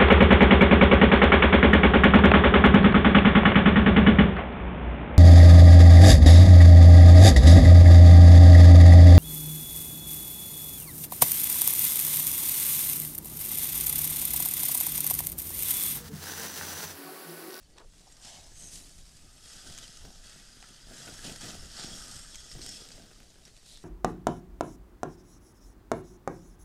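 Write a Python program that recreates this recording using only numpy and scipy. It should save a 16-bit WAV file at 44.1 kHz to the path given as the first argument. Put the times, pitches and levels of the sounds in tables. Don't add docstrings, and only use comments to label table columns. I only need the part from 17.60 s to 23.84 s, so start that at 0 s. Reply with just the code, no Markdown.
import sys
import numpy as np
from scipy import signal
from scipy.fft import rfft, irfft, next_fast_len
from scipy.io import wavfile

SR = 44100
rng = np.random.default_rng(int(sys.argv[2]) if len(sys.argv) > 2 else 0)


def dump(signal):
    limited = np.clip(np.atleast_2d(signal).T, -1, 1)
    pcm = np.round(limited * 32767).astype(np.int16)
    wavfile.write(sys.argv[1], SR, pcm)


N = 275184
TIME = np.arange(N) / SR

# frequency in Hz, gain in dB.
SIZZLE_SPECTRUM = [(500, -5), (1000, -5.5), (1350, -5.5), (1900, -4), (2250, -5), (3200, -1.5),
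                   (4200, -0.5), (5200, 2.5), (6000, 0.5), (8600, 0.5), (10000, -6), (11800, -9.5),
                   (12800, -26), (15500, -25)]
SEAR_SPECTRUM = [(150, -7), (450, 6), (700, -8), (1030, -10), (1500, -3.5), (2300, -6.5), (5200, -10.5),
                 (8000, -15), (12000, -18.5), (13000, -23)]
FLAME_SPECTRUM = [(50, -13), (100, -2.5), (155, 0.5), (260, -2.5), (400, -9), (520, -13), (680, -8),
                  (850, -16.5), (1050, -28), (2000, -34)]
BREEZE_SPECTRUM = [(8, -4.5), (18, -3), (28, 0), (45, -9.5), (75, -13), (105, -19), (160, -20),
                   (500, -58.5)]
# time in seconds, level in dB, fine spray in relative dB.
SIMMER_LEVELS = [(0.0, -63, -4.5), (1.5, -62, -1), (2.5, -65.5, -1.5), (3.1, -58.5, -5.5), (5.6, -70, -5),
                 (6.24, -63, -3)]
# start in seconds, level in dB, rise, hold and fade in seconds,
# fine spray and coarse bubbling in relative dB.
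JUICE_SURGES = [(0.601, -50.5, 0.051, 0.09, .11, -9.5, -13.5), (0.898, -58, .11, 0.13, .12, 1, -6.5),
                (1.107, -53.5, 0.026, .03, 0.087, 3.5, -14), (1.792, -54, 0.081, 0.3, 0.44, -4.5, -9),
                (2.626, -57.5, 0.017, 0.034, 0.2, -5, -6.5), (3.246, -55.5, .14, .15, 0.87, 0.5, -2.5),
                (3.625, -48.5, 0.026, .02, 0.08, -4, -9.5), (3.792, -48, 0.026, 0.04, 0.13, -6, -6),
                (4.097, -49.5, 0.1, 0.057, 0.12, -7.5, -3.5), (4.267, -54, 0.097, 0.2, 0.18, -1, -6),
                (4.685, -57.5, 0.014, 0.52, 0.6, -8.5, -10.5), (4.99, -50.5, 0.053, 0.092, 0.11, -7, -27),
                (5.855, -60, 0.0098, 0.017, 0.021, -12, -1.5), (6.034, -60, 0.057, 0.044, 0.047, 1, -16)]
# centre in Hz, bandwidth in Hz, gain in dB.
HAND_RESONANCES = [(1054, 310, -7.5), (1340, 400, 8), (1960, 250, 2), (2230, 550, -4), (3250, 380, 4),
                   (5020, 720, 2.5), (6560, 470, 2)]
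TILT_RESONANCES = [(5480, 330, 5), (8540, 2200, 3.5), (9900, 600, -6.5)]
# start in seconds, relative level in dB, centre in Hz, 60 dB decay time in seconds.
FAT_POPS = [(0.183, -30, 2670, 0.0088), (0.523, -35.5, 7500, 0.058), (0.568, -37, 5300, .015),
            (2.178, -21.5, 6240, 0.0073), (2.186, -21.5, 6500, 0.011), (2.279, -28.5, 4300, .025),
            (2.452, -34, 4720, 0.014), (3.026, -27, 1970, 0.013), (3.477, -30, 1430, 0.065),
            (3.906, -25, 3750, 0.0098), (4.745, -26.5, 3250, 0.04), (4.756, -22, 6200, 0.021),
            (4.915, -27, 4830, 0.045), (5.016, -25, 4150, 0.026), (5.025, -29, 5030, 0.017),
            (5.063, -18.5, 4900, 0.0068), (5.091, -19.5, 7120, 0.018), (5.118, -27, 5360, 0.037),
            (5.288, -28, 5230, .012), (5.317, -31, 4770, 0.08), (5.583, -41, 5280, 0.059),
            (5.622, -41.5, 1900, 0.006), (5.852, -31, 5630, 0.041), (5.966, -33.5, 4360, 0.0073),
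            (6.173, -33.5, 3500, 0.024)]
GRILL_BUMPS = [(2.451, -38.5, 676, 0.022), (3.026, -41.5, 770, 0.038), (3.041, -38.5, 1420, 0.02),
               (4.953, -39, 55, 0.09), (4.953, -37.5, 126.5, 0.16), (4.992, -37.5, 320, 0.03),
               (5.379, -38, 563, 0.02)]
# peak time in seconds, half length in seconds, centre in Hz, bandwidth in Hz, level in dB.
VAPOUR_JETS = [(0.202, 0.025, 970, 900, -58), (0.185, 0.012, 4200, 3000, -55.5),
               (0.194, 0.049, 413, 252, -59.5), (0.476, 0.012, 790, 296, -63),
               (0.75, 0.098, 725, 383, -59.5), (1.044, 0.05, 8340, 890, -52.5),
               (1.054, 0.074, 6340, 686, -53.5), (2.5, 0.077, 614, 450, -64.5),
               (3.672, 0.025, 2780, 890, -49), (4.198, 0.063, 4370, 2010, -49.5),
               (4.202, 0.017, 640, 397, -55), (5.089, 0.013, 5460, 300, -42),
               (6.125, 0.045, 3900, 1500, -54.5)]
# start in seconds, level in dB, fade in seconds.
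FAT_FLARES = [(0.8, -61.5, 0.11), (1.0, -61, 0.51), (2.02, -51.5, 0.13), (2.41, -55, 0.06),
              (3.25, -58.5, 0.6), (3.45, -55.5, 0.061), (3.638, -48, 0.11), (3.805, -46.5, 0.088),
              (3.92, -51, 0.086), (4.18, -51, 0.21), (4.935, -53, 0.38), (5.34, -60, 0.27)]
AIR_GUSTS = [(0.23, -55.5, .04), (0.78, -50, 0.39), (1.3, -51.5, 0.26), (2.05, -50.5, 0.23),
             (2.38, -48.5, .18), (3.22, -50, 0.048), (3.45, -50, 1), (3.93, -45.5, 0.14), (4.3, -54, 0.26),
             (4.5, -48, 0.056), (4.72, -48, 0.083), (4.92, -44, .07)]


def sizzle(strengths):
    steam = undb(-7.5) * rng.standard_normal(N)
    fizz = undb(-3.5) * clicks(per_s=5000, spread_db=2.5)
    spatter = undb(-7) * crackle(per_s=250, spread_db=4, fade_s=0.0023)
    ticking = undb(-7.5) * pores(low_hz=1225, high_hz=14000, width_hz=50, swell_db=9, count=52)
    sound = colour(steam + fizz + spatter + ticking, SIZZLE_SPECTRUM)
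    sound = cavity(sound, HAND_RESONANCES, start_s=1.73, end_s=5.5)
    sound = cavity(sound, TILT_RESONANCES, start_s=4.1, end_s=5.28)
    coarse, rest = split(sound, hz=2350)
    middle, spray = split(rest, hz=6730)
    sputter_db = 0.37 * walk(per_s=25)
    return sum(unit(band) * strength * undb(sputter_db + 0.25 * walk(per_s=37))
               for band, strength in zip((coarse, middle, spray), strengths))


def boiling():
    times, *columns = np.transpose(SIMMER_LEVELS)
    base_db, fine_db = (np.interp(TIME, times, column) for column in columns)
    before_jump = TIME < 0.334
    base_db, fine_db = base_db - 5 * before_jump, fine_db - 0.5 * before_jump
    power = undb([base_db - 5.5, base_db, base_db + fine_db]) ** 2
    for start, db, rise_s, hold_s, fade_s, spray_db, coarse_db in JUICE_SURGES:
        band_gains = undb([db + coarse_db, db, db + spray_db])
        power += np.outer(band_gains, swell(start, rise_s, hold_s, fade_s)) ** 2
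    return np.sqrt(power)


def pores(low_hz, high_hz, width_hz, swell_db, count):
    out = 0
    for hz in np.linspace(low_hz, high_hz, count) + rng.uniform(-100, 100, count):
        ticks = clicks(per_s=110, spread_db=3.5) * undb(swell_db * np.tanh(walk(per_s=9)))
        out = out + resonate(ticks, hz, width_hz)
    return unit(out)


def cavity(sound, modes, start_s, end_s, move_s=0.28):
    present = np.clip(np.minimum(TIME - start_s, end_s - TIME) / move_s + 0.5, 0, 1)
    for hz, width, db in modes:
        sound = sound + present * (undb(db) - 1) * resonate(sound, hz, width)
    return sound


def impacts(table, tone_db, crack_db, crack_t60_s):
    out = np.zeros(N + SR)
    t = np.arange(SR // 5) / SR
    for (s, db, hz, t60), noise in zip(table, rng.standard_normal((len(table), len(t)))):
        body = unit(resonate(noise, hz, 0.61 * hz)) + undb(tone_db) * np.sin(2 * np.pi * hz * t)
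        crack = unit(resonate(noise, hz, 2.8 * hz)) * undb(crack_db - 60 * t / crack_t60_s)
        hit = np.tanh(0.43 * (body * undb(-60 * t / t60) + crack))
        start = int(s * SR)
        out[start:start + len(t)] += undb(db) * hit
    return colour(out[:N], [(8800, -6.5), (10500, -19), (12000, -12), (13000, -45)])


def stray_pops(count, db=-44, spread_db=3, hz=4220, t60_s=0.013):
    times = rng.uniform(JUICE_SURGES[0][0], N / SR, count)
    return [(s, db + spread_db * size, hz * 2 ** (0.5 * pitch), t60_s)
            for s, (size, pitch) in zip(times, rng.standard_normal((count, 2)))]


def spits():
    out = np.zeros(N)
    for s, half_s, hz, width, db in VAPOUR_JETS:
        grains = clicks(per_s=4000, spread_db=6)
        jet = resonate(resonate(grains, hz, width), hz, width)
        out += unit(jet) * undb(db) * np.exp(-0.5 * ((TIME - s) / half_s) ** 2)
    return out


def searing():
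    snaps = unit(colour(crackle(per_s=160, spread_db=4, fade_s=0.0007), SEAR_SPECTRUM))
    return snaps * undb(-60) * swell(start=4.84, rise_s=0.085, hold_s=0.17, fade_s=0.78)


def flames(bubbling):
    embers = undb(-64.5) * (bubbling / np.median(bubbling)) ** 0.49
    puffs = rng.standard_normal(N) + undb(-0.5) * crackle(per_s=170, spread_db=3, fade_s=0.0008)
    strength = add_swells(embers, FAT_FLARES, rise_s=0.022, hold_s=0.017)
    flutter = undb(1.86 * walk(per_s=28))
    return unit(colour(puffs, FLAME_SPECTRUM)) * strength * flutter


def breeze():
    rumble = unit(colour(rng.standard_normal(N), BREEZE_SPECTRUM))
    return rumble * add_swells(undb(-58), AIR_GUSTS, rise_s=0.033, hold_s=0.031)


def crackle(per_s, spread_db, fade_s):
    impulses = clicks(per_s, spread_db)
    decay = np.exp(-1 / (SR * fade_s))
    power = signal.lfilter([1 - decay], [1, -decay], impulses ** 2)
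    return unit(np.sqrt(power) * rng.standard_normal(N))


def clicks(per_s, spread_db):
    occurs = rng.random(N) < per_s / SR
    size = np.minimum(rng.exponential(size=N), 4)
    sign = rng.choice([-1, 1], N)
    return unit(occurs * sign * undb(spread_db * size))


def swell(start, rise_s, hold_s, fade_s):
    age = TIME - start
    return np.clip(age / rise_s, 0, 1) * np.exp(-np.maximum(age - rise_s - hold_s, 0) / fade_s)


def add_swells(base, table, rise_s, hold_s):
    power = sum((undb(db) * swell(start, rise_s, hold_s, fade_s)) ** 2 for start, db, fade_s in table)
    return np.sqrt(base ** 2 + power)


def walk(per_s):
    knots = rng.standard_normal(N // 10)
    return unit(np.interp(TIME * per_s, np.arange(len(knots)), knots))


def colour(x, points):
    hz, db = np.transpose(points)
    size = next_fast_len(N + SR // 10) * 2
    freq = np.maximum(np.arange(size // 2 + 1) * SR / size, 1)
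    gain = undb(np.interp(np.log(freq), np.log(hz), db))
    cepstrum = irfft(np.log(gain))
    cepstrum[1:size // 2] *= 2
    cepstrum[size // 2 + 1:] = 0
    return irfft(rfft(x, size) * np.exp(rfft(cepstrum)))[:N]


def resonate(x, hz, width_hz):
    hz = min(hz, SR / 3)
    q = hz / min(width_hz, SR / 3)
    return signal.lfilter(*signal.iirpeak(hz, q, fs=SR), x)


def split(x, hz):
    low = signal.sosfiltfilt(signal.butter(2, hz, fs=SR, output="sos"), x)
    return low, x - low


def undb(db):
    return 10 ** (np.asarray(db) / 20)


def unit(x):
    return x / np.sqrt(np.mean(x ** 2))


def scene():
    strengths = boiling()
    pops = undb(-4) * impacts(FAT_POPS + stray_pops(count=20), tone_db=2.5, crack_db=6.5,
                              crack_t60_s=0.0077)
    bumps = undb(2.5) * impacts(GRILL_BUMPS, tone_db=6.5, crack_db=3, crack_t60_s=0.0045)
    return (sizzle(strengths) + searing() + pops + bumps + spits() + flames(strengths[0]) + breeze())[None]


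def record(dry):
    top_hz = 15500
    return signal.sosfilt(signal.ellip(10, 0.1, 70, top_hz, fs=SR, output="sos"), dry)


dry = scene()
out = record(dry)
dump(out)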